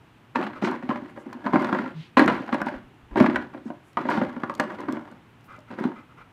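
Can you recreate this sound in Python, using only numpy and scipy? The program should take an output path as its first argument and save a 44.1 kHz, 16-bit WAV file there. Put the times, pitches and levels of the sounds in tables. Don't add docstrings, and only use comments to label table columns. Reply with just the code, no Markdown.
import sys
import numpy as np
from scipy import signal
from scipy.fft import rfft, irfft
from scipy.io import wavfile

SR = 44100
rng = np.random.default_rng(int(sys.argv[2]) if len(sys.argv) > 2 else 0)


def to_linear_factor(level_db):
    exponent = np.asarray(level_db, float) / 20
    return 10 ** exponent


def file_out(sig):
    cols = np.atleast_2d(sig).T
    lim = np.clip(cols, -1, 1)
    pcm = np.round(lim * 32767).astype(np.int16)
    wavfile.write(sys.argv[1], SR, pcm)


N = 278712

# (frequency [Hz], level [dB], t60 [s])
HOLLOW_MODES = [(215, -6.5, 0.11), (250, 0.14, 0.075), (300.7, -1, 0.066), (359.7, -4.5, 0.085)]
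# (frequency [Hz], level [dB], t60 [s])
WALL_MODES = [(540, -3.5, 0.079), (600, -5.5, 0.13), (690, -5, 0.051), (780, -9, 0.057), (794, 4.5, 0.017),
              (930, 0, 0.054), (1006.6, 0, 0.047), (1126, 2.5, 0.022), (1216, 1, 0.011), (1397, -5, 0.043),
              (1446, 5, 0.0098), (1650, -0.5, 0.026), (1906, -5.5, 0.025), (2051, -8.5, 0.033),
              (2147, -6, 0.013), (2200, -6.5, 0.011), (2880, -9.5, 0.011), (3280, -12.5, 0.0099),
              (3570, -30, .015), (4160, -41, .015), (4700, -24.5, 0.025)]
# (frequency [Hz], density [dB per Hz])
GRIT_COLOUR = [(350, -47), (900, -1), (1470, 10), (2500, 2), (3720, -8.5), (4050, -6), (5070, -17.5),
               (13100, -39.5), (16000, -42)]
# (time [s], peak [dB], loudest wall pitch [Hz], tick [dB])
ROD_KNOCKS = [(0.3575, -19.5, 910, -26.5), (0.4046, -25, 600, -52), (0.6232, -24.5, 835, -41),
              (0.6468, -24, 2050, -27), (0.672, -21.5, 1050, -36), (0.7393, -27, 920, -65),
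              (0.8256, -33.5, 540, -52), (0.891, -26, 640, -34.5), (0.9031, -19.5, 965, -52),
              (1.1743, -33.5, 540, -76), (1.4628, -22, 890, -34.5), (1.5336, -17.5, 1040, -39.5),
              (1.5576, -13, 1023, -38), (1.626, -24, 875, -48), (1.7268, -17.5, 1040, -36.5),
              (1.7879, -20.5, 1420, -50), (2.1707, -9, 946, -18.5), (2.1942, -7.5, 1650, -19.5),
              (2.2858, -14.5, 489, -43), (2.527, -19.5, 1150, -32), (2.5444, -18.5, 600, -33),
              (2.6662, -26, 914, -35.5), (3.1576, -19.5, 780, -38), (3.2008, -10, 628, -26),
              (3.2973, -23, 643, -35.5), (3.546, -33.5, 663, -61), (3.7025, -29.5, 708, -70),
              (4.053, -25.5, 610, -52), (4.4345, -22, 1240, -37), (4.8845, -23, 1100, -48.5)]
# (time [s], peak [dB], loudest wall pitch [Hz], tick [dB])
TREAT_TAPS = [(0.4268, -26, 1260, -34.5), (0.4667, -29, 840, -36.5), (0.5326, -33, 1330, -49),
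              (0.9583, -27.5, 940, -40), (1.3282, -36, 1020, -42), (1.4684, -22, 980, -59),
              (1.5438, -17, 587, -49.5), (1.6444, -24.5, 990, -29), (1.7477, -17, 930, -45),
              (2.177, -12, 1040, -30), (2.2246, -20, 577, -58.5), (2.278, -9.5, 1105, -22),
              (2.2984, -15, 980, -31), (2.3523, -26, 1050, -45), (2.4911, -27.5, 1500, -45),
              (2.6023, -24, 890, -44), (2.616, -15, 1610, -57), (2.6838, -21.5, 1990, -39),
              (3.1832, -22, 690, -31), (3.2623, -14.5, 1620, -29), (3.359, -14, 1550, -29),
              (3.971, -15.5, 1204, -40.5), (4.0883, -15.5, 955, -65), (4.1127, -18.5, 990, -30.5),
              (4.2147, -14, 576, -55), (4.4967, -23.5, 1130, -44), (4.5977, -11.5, 1650, -25),
              (4.7033, -29.5, 1030, -59), (4.9685, -25, 1070, -67), (5.8395, -29, 1160, -35.5)]
# (time [s], peak [dB], loudest wall pitch [Hz])
TREAT_BOUNCES = [(0.7163, -28, 780), (0.9111, -20, 1036), (1.26, -40.5, 830), (1.6907, -26.5, 1050),
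                 (1.8442, -35, 910), (1.8588, -27.5, 1380), (2.7197, -35, 896), (2.7391, -31.5, 940),
                 (3.242, -18, 710), (3.313, -30, 990), (3.345, -27.5, 980), (4.1744, -20.5, 930),
                 (4.3653, -30.5, 930), (4.834, -33.5, 1030), (5.113, -56, 940), (5.583, -44.5, 600),
                 (5.7316, -42, 1100), (5.7862, -30, 1390), (5.886, -39.5, 1080), (5.918, -35, 890)]


def rms_one(x):
    return x / np.sqrt(np.mean(x ** 2) + 1e-20)


def filtered(x, order, hz, kind="low"):
    return signal.sosfilt(signal.butter(order, hz, kind, fs=SR, output="sos"), x)


def coloured(x, points):
    hz, db = np.transpose(points)
    log_hz = np.log(np.fft.rfftfreq(N, 1 / SR) + 1)
    gain_db = np.interp(log_hz, np.log(hz), db, left=-120, right=-120)
    return rms_one(irfft(rfft(x) * to_linear_factor(gain_db), N))


def ring(clicks, hz, t60_s):
    r = to_linear_factor(-60 / (t60_s * SR))
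    w = 2 * np.pi * hz / SR
    return signal.lfilter([0, np.sin(w)], [1, -2 * r * np.cos(w), r * r], clicks + 1e-18)


def grains(per_s, spread_db):
    size_db = spread_db * np.minimum(rng.exponential(1, N), 3.2)
    return to_linear_factor(size_db) * rng.choice([-1, 1], N) * (rng.random(N) < per_s / SR)


def struck(modes, events, focus_db, scatter_db, trim_db, contact_s, rough):
    s, peak_db, pitch_hz = np.transpose(events)[:3]
    at = (s * SR).astype(int)
    chance = rng.standard_normal((len(s), 2 * len(modes)))
    fade = np.exp(-1 / (contact_s * SR))
    slide = rough * rng.standard_normal(N + 97 * len(modes)) * np.sqrt(1 - fade ** 2)
    out = 0
    for k, (hz, level_db, t60_s) in enumerate(modes):
        off_octaves = np.minimum(np.abs(np.log2(hz / pitch_hz)), 1)
        click_db = peak_db + level_db + trim_db - focus_db * off_octaves + scatter_db * chance[:, k]
        clicks = np.zeros(N)
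        clicks[at] = to_linear_factor(click_db) * np.sign(chance[:, -1 - k])
        sliding = signal.lfilter([1], [1, -fade], clicks) * slide[97 * k:][:N]
        out = out + ring(clicks + sliding, hz, t60_s)
    return out


def rattled(modes, level_db, per_s):
    trains = [grains(per_s / 3, spread_db=3.0) for _ in range(6)]
    total = sum(to_linear_factor(db) * ring(trains[k % 6], hz, t60_s) for k, (hz, db, t60_s) in enumerate(modes))
    return rms_one(total) * to_linear_factor(level_db)


def cracks(times_s, levels_db, decay_s, colour):
    clicks = np.zeros(N)
    clicks[(times_s * SR).astype(int)] = to_linear_factor(levels_db)
    fade = np.exp(-1 / (decay_s * SR))
    bursts = signal.lfilter([1], [1, -fade], clicks) * rng.standard_normal(N)
    return coloured(bursts, colour) * np.sqrt(np.mean(bursts ** 2))


def swells(rows):
    out = np.zeros(N)
    for s, length_s, level_db in rows:
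        shape = np.hanning(int(length_s * SR))
        out[int(s * SR):][:len(shape)] += to_linear_factor(level_db) * shape
    return out


def bottles():
    level_db, bright_db, rock_db = tumble()
    total = thumps() + clacks() + ticks() + treats(level_db, bright_db) + rocking(rock_db)
    return filtered(total, 4, 150, "high")


def thumps():
    # (time [s], peak [dB], pitch [Hz])
    pushes = [(0.43, -24.5, 317), (0.6412, -13.5, 372), (0.699, -19.5, 342), (0.8382, -28.5, 250),
              (0.8952, -14.5, 250), (1.024, -31.5, 236), (1.2624, -28, 256), (1.35, -29, 217),
              (1.4614, -19, 221), (1.5415, -12, 277), (1.616, -15, 362), (1.7297, -26, 247),
              (2.199, -12, 265), (2.2181, -8, 294), (2.2641, -15, 334), (2.3161, -18, 250),
              (2.6211, -33, 260), (3.2106, -6, 250), (3.284, -12, 277), (3.3389, -29, 238),
              (3.3848, -22.5, 267), (3.66, -23, 205), (4.0735, -25, 237), (4.1819, -14.5, 216),
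              (4.222, -19, 231), (4.3669, -26, 215), (4.8893, -18.5, 264), (4.933, -23, 272),
              (5.812, -22, 317), (5.856, -17, 280)]
    lag_s, thump_hz = 0.003, 270
    pushes = list(pushes)
    for hits, share_db in ((ROD_KNOCKS, -0.5), (TREAT_TAPS, -12.5), (TREAT_BOUNCES, -1)):
        pushes += [(s + lag_s, db + share_db, thump_hz) for s, db, *_ in hits]
    hollow = struck(HOLLOW_MODES, pushes, focus_db=19.0, scatter_db=0.5, trim_db=0.5,
                    contact_s=0.0063, rough=0.25)
    soft = filtered(hollow, 4, 430)
    return np.roll(soft, -SR // 230)


def clacks():
    bounces = [(s, db, hz, db - 32) for s, db, hz in TREAT_BOUNCES]
    blows = np.array(list(ROD_KNOCKS) + list(TREAT_TAPS) + bounces)
    wall = struck(WALL_MODES, blows, focus_db=5.0, scatter_db=2.0, trim_db=-13,
                  contact_s=0.0046, rough=1.62)
    wall = filtered(wall + own_note(blows), 2, 4000)
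    return wall + cracks(blows[:, 0], blows[:, 3] + 0.67, decay_s=0.0073, colour=GRIT_COLOUR)


def own_note(events):
    trim_db, t60_cycles = -2.0, 31.4
    age_s = np.arange(SR // 20) / SR
    out = np.zeros(N + SR // 20)
    for s, peak_db, hz, _ in events:
        cycles = age_s * hz
        shape = to_linear_factor(peak_db + trim_db - 60 * cycles / t60_cycles) * np.minimum(cycles, 1)
        out[int(s * SR):][:len(age_s)] += shape * np.sin(2 * np.pi * cycles)
    return out[:N]


def ticks():
    # (time [s], peak [dB])
    hard_ticks = [(0.713, -46), (1.33, -43), (1.621, -44.5), (1.646, -45.5), (1.7467, -49), (2.1805, -55),
                  (2.1943, -27), (2.2606, -38), (2.278, -33), (2.465, -56.5), (2.543, -43.5), (2.6162, -38),
                  (2.662, -45.5), (2.689, -45.5), (3.171, -50), (3.18, -55), (3.2, -38), (3.3585, -33.5),
                  (3.9316, -52), (4.1017, -42.5), (4.4968, -46), (4.551, -39), (4.5796, -52), (4.599, -26),
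                  (4.8057, -46), (4.9244, -37), (5.1145, -55), (5.4088, -61), (5.59, -55), (5.8384, -48)]
    # (time [s], peak [dB])
    faint_claws = [(4.5076, -54), (4.518, -55), (4.5402, -47), (5.4441, -61), (5.5247, -60), (5.5644, -58),
                   (5.605, -58.5), (5.786, -54.5), (5.801, -50.5), (5.857, -63)]
    # (frequency [Hz], density [dB per Hz])
    tick_colour = [(2500, 0), (5500, -0.5), (9000, -7.5), (15500, -16.5)]
    s, peak_db = np.transpose(list(hard_ticks) + list(faint_claws))
    return cracks(s, peak_db - 2.5, decay_s=0.0018, colour=tick_colour)


def tumble():
    # (start [s], length [s], level [dB], brightness [dB])
    swings = [(0.348, 0.12, -32, 3.5), (0.54, 0.13, -49, 8), (0.614, 0.13, -32, 5.5), (0.82, 0.073, -42, 3),
              (0.893, 0.088, -38, 3.5), (1.027, 0.084, -46.5, 5.5), (1.156, 0.071, -47, -4),
              (1.253, 0.33, -48, -10), (1.436, 0.081, -36, -8), (1.522, 0.29, -31.5, 1),
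              (1.715, 0.17, -38, 5), (2.168, 0.055, -21.5, 7), (2.284, 0.085, -29.5, 6.5),
              (2.395, 0.15, -40, 3), (2.518, 0.053, -32, 6), (2.646, 0.12, -40.5, 5),
              (3.106, 0.11, -45.5, -18), (3.166, 0.082, -22, 1.2), (3.293, .13, -36, 1),
              (3.53, .04, -44, -6), (3.645, 0.074, -48, -14), (3.97, 0.12, -37.5, 6),
              (4.076, .17, -28.5, 1), (4.288, 0.84, -45.5, -21), (4.592, 0.13, -36.5, -5),
              (4.78, 0.049, -36.5, -1), (4.877, 0.11, -37.5, -21), (5.701, 0.037, -38.5, 4),
              (5.775, 0.11, -37, 1.5)]
    toss_s, sag_db, settle_db_per_s = 0.0086, 5.5, 227.5
    rock_trim_db, rock_db_per_s = -18, 58
    t = np.arange(0, N + 32, 32) / SR
    power = bright = rock = 1e-14
    for s, length_s, level_db, bright_db in swings:
        age_s = t - s
        after_s = np.maximum(age_s - length_s, 0)
        rise = np.clip(age_s / toss_s, 0, 1)
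        sagged_db = level_db - sag_db * np.clip(age_s / length_s, 0, 1) - settle_db_per_s * after_s
        share = (to_linear_factor(sagged_db) * rise) ** 2
        power = power + share
        bright = bright + share * to_linear_factor(2 * bright_db)
        rock = rock + (to_linear_factor(level_db + rock_trim_db - rock_db_per_s * after_s) * rise) ** 2
    return [np.interp(np.arange(N) / SR, t, 10 * np.log10(p)) for p in (power, bright, power + rock)]


def treats(level_db, bright_db):
    rattle = rattled(WALL_MODES, level_db - 2.5, per_s=360)
    sand = grains(2200, spread_db=2.0) + 1.1 * rng.standard_normal(N)
    grit = to_linear_factor(bright_db - 14.5) * coloured(sand, GRIT_COLOUR)
    return clumps(45, depth_db=2.5) * (rattle + grit)


def clumps(hz, depth_db):
    slow = filtered(rng.standard_normal(N), 2, hz)
    return rms_one(to_linear_factor(depth_db * rms_one(slow)))


def rocking(rock_db):
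    return rattled(HOLLOW_MODES, rock_db + 0.5, per_s=200)


def dog():
    return panting() + hoot() + sniffs()


def panting():
    # (time [s], level [dB], length [s])
    pants = [
        (0.545, -45.5, 0.038),
        (5.466, -49, 0.1),
        (5.672, -53, 0.038),
        (5.941, -49.5, 0.066),
        (6.088, -58, 0.038),
        (6.165, -50, 0.06),
    ]
    # (frequency [Hz], width [Hz], level [dB])
    throat_modes = [(560, 250, -19), (937, 110, -36), (1317, 160, 2.5), (2030, 60, -4), (2340, 22, -2.5),
                    (3200, 63, -58)]
    air, puffs = rng.standard_normal(N), np.zeros(N)
    throat = sum(to_linear_factor(db) * width_hz * ring(air, hz, 2 / width_hz) for hz, width_hz, db in throat_modes)
    for s, level_db, length_s in pants:
        shape = signal.windows.tukey(int(length_s * SR * 1.25), 0.6)
        puffs[int(s * SR):][:len(shape)] += to_linear_factor(level_db) * shape
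    return puffs * rms_one(throat)


def hoot():
    # (time [s], pitch [Hz], level [dB])
    blow = [
        [(1.925, 172.8, -66), (1.965, 155, -37.5), (1.985, 166, -37)],
        [(1.985, 156, -37), (2.005, 164, -40), (2.05, 158, -62)],
    ]
    s, pitch_hz, level_db = np.transpose(np.vstack(blow))
    t = np.arange(N) / SR
    pitch_hz = np.interp(t, s, pitch_hz, left=0, right=0)
    level_db = np.interp(t, s, level_db, left=-120, right=-120)
    return np.sqrt(2) * to_linear_factor(level_db) * np.sin(2 * np.pi * np.cumsum(pitch_hz) / SR)


def sniffs():
    # (time [s], level [dB], length [s], centre [Hz])
    hisses = [
        (1.068, -76, 0.061, 8000),
        (1.15, -71.5, 0.095, 7000),
        (1.91, -55, 0.2, 2782),
        (3.626, -70.5, 0.091, 5400),
        (3.817, -73, 0.12, 7860),
        (4.045, -52, 0.17, 3420),
        (0.617, -49.5, 0.067, 4500),
        (5.264, -84, 0.074, 12200),
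        (5.423, -72, 0.063, 12300),
    ]
    out = np.zeros(N)
    for s, level_db, length_s, hz in hisses:
        shape = np.hanning(int(length_s * SR * 1.1))
        hiss = filtered(rng.standard_normal(len(shape)), 2, [hz / 1.4, min(hz * 1.4, 16000)], "band")
        out[int(s * SR):][:len(shape)] += to_linear_factor(level_db) * shape * rms_one(hiss)
    return out


def room(x, count=5):
    t60_s, level_db, cut_hz = 0.28, -14, 2600
    age_s = np.arange(SR // 2) / SR
    place = np.arange(N) / SR * 30 % count
    out = 0
    for k in range(count):
        tail = rng.standard_normal(len(age_s)) * to_linear_factor(-60 * age_s / t60_s) * (age_s > 0.004)
        tail = filtered(tail, 1, cut_hz)
        away = np.abs((place - k + count / 2) % count - count / 2)
        share = np.cos(np.pi / 2 * np.minimum(away, 1))
        out = out + signal.fftconvolve(x * share, tail / np.sqrt(np.sum(tail ** 2)))[:N]
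    return to_linear_factor(level_db) * out


def frame():
    # (start [s], length [s], level [dB])
    shifts = [
        (1.45, .2, -64),
        (2.15, 0.29, -44),
        (3.1, 0.43, -50),
        (4.05, 0.33, -53),
    ]
    # (frequency [Hz], density [dB per Hz])
    rumble = [(15, -52), (25, -32), (54, -12.5), (80, -8.5), (113, -10), (140, -4), (180, -7.5),
              (310, -120)]
    return (to_linear_factor(-62.5) + swells(shifts)) * coloured(rng.standard_normal(N), rumble)


def handling():
    # (centre time [s], level [dB])
    bumps = [
        (2.549, -49),
        (2.619, -46),
        (2.769, -45),
        (2.859, -51),
        (3.049, -46),
        (3.129, -41),
        (3.379, -49),
    ]
    length_s, top_hz, trim_db = 0.062, 62.5, -3.5
    low = filtered(rng.standard_normal(N), 3, [top_hz / 1.87, top_hz], "band")
    return swells([(s - length_s / 2, length_s, db + trim_db) for s, db in bumps]) * rms_one(low)


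def hum():
    # (frequency [Hz], density [dB per Hz])
    air_colour = [(15, -56), (25, -49), (47, -29.5), (121, 16), (142, -1.5), (244, 6), (408, -1),
                  (550, -6.5), (873, -2), (2450, -10), (2880, -10.5), (4820, -25.5), (15100, -35),
                  (16300, -55)]
    return to_linear_factor(-56.5) * coloured(rng.standard_normal(N), air_colour)


def drone():
    # (start [s], length [s], frequency [Hz], width [Hz], level [dB])
    machine = (4.3, 1.3, 102, 30, -66)
    s, length_s, hz, width_hz, level_db = machine
    t = np.arange(N) / SR
    swell = np.clip(np.minimum(t - s, s + length_s - t) / 0.22, 0, 1)
    once = ring(rng.standard_normal(N), hz, 2.2 / width_hz)
    return to_linear_factor(level_db) * swell * rms_one(ring(once, hz, 2.2 / width_hz))


def scene():
    near = bottles() + dog()
    return (near + room(near) + frame() + handling() + hum() + drone())[None]


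def band_limit(x):
    return signal.sosfilt(signal.butter(12, 16480, fs=SR, output="sos"), x)


def record(dry):
    rounded = 1.017 * np.tanh(dry / 0.86)
    top = signal.cheby2(16, 50, 16150, fs=SR, output="sos")
    return band_limit(signal.sosfilt(top, rounded))


dry = scene()
out = record(dry)
file_out(out)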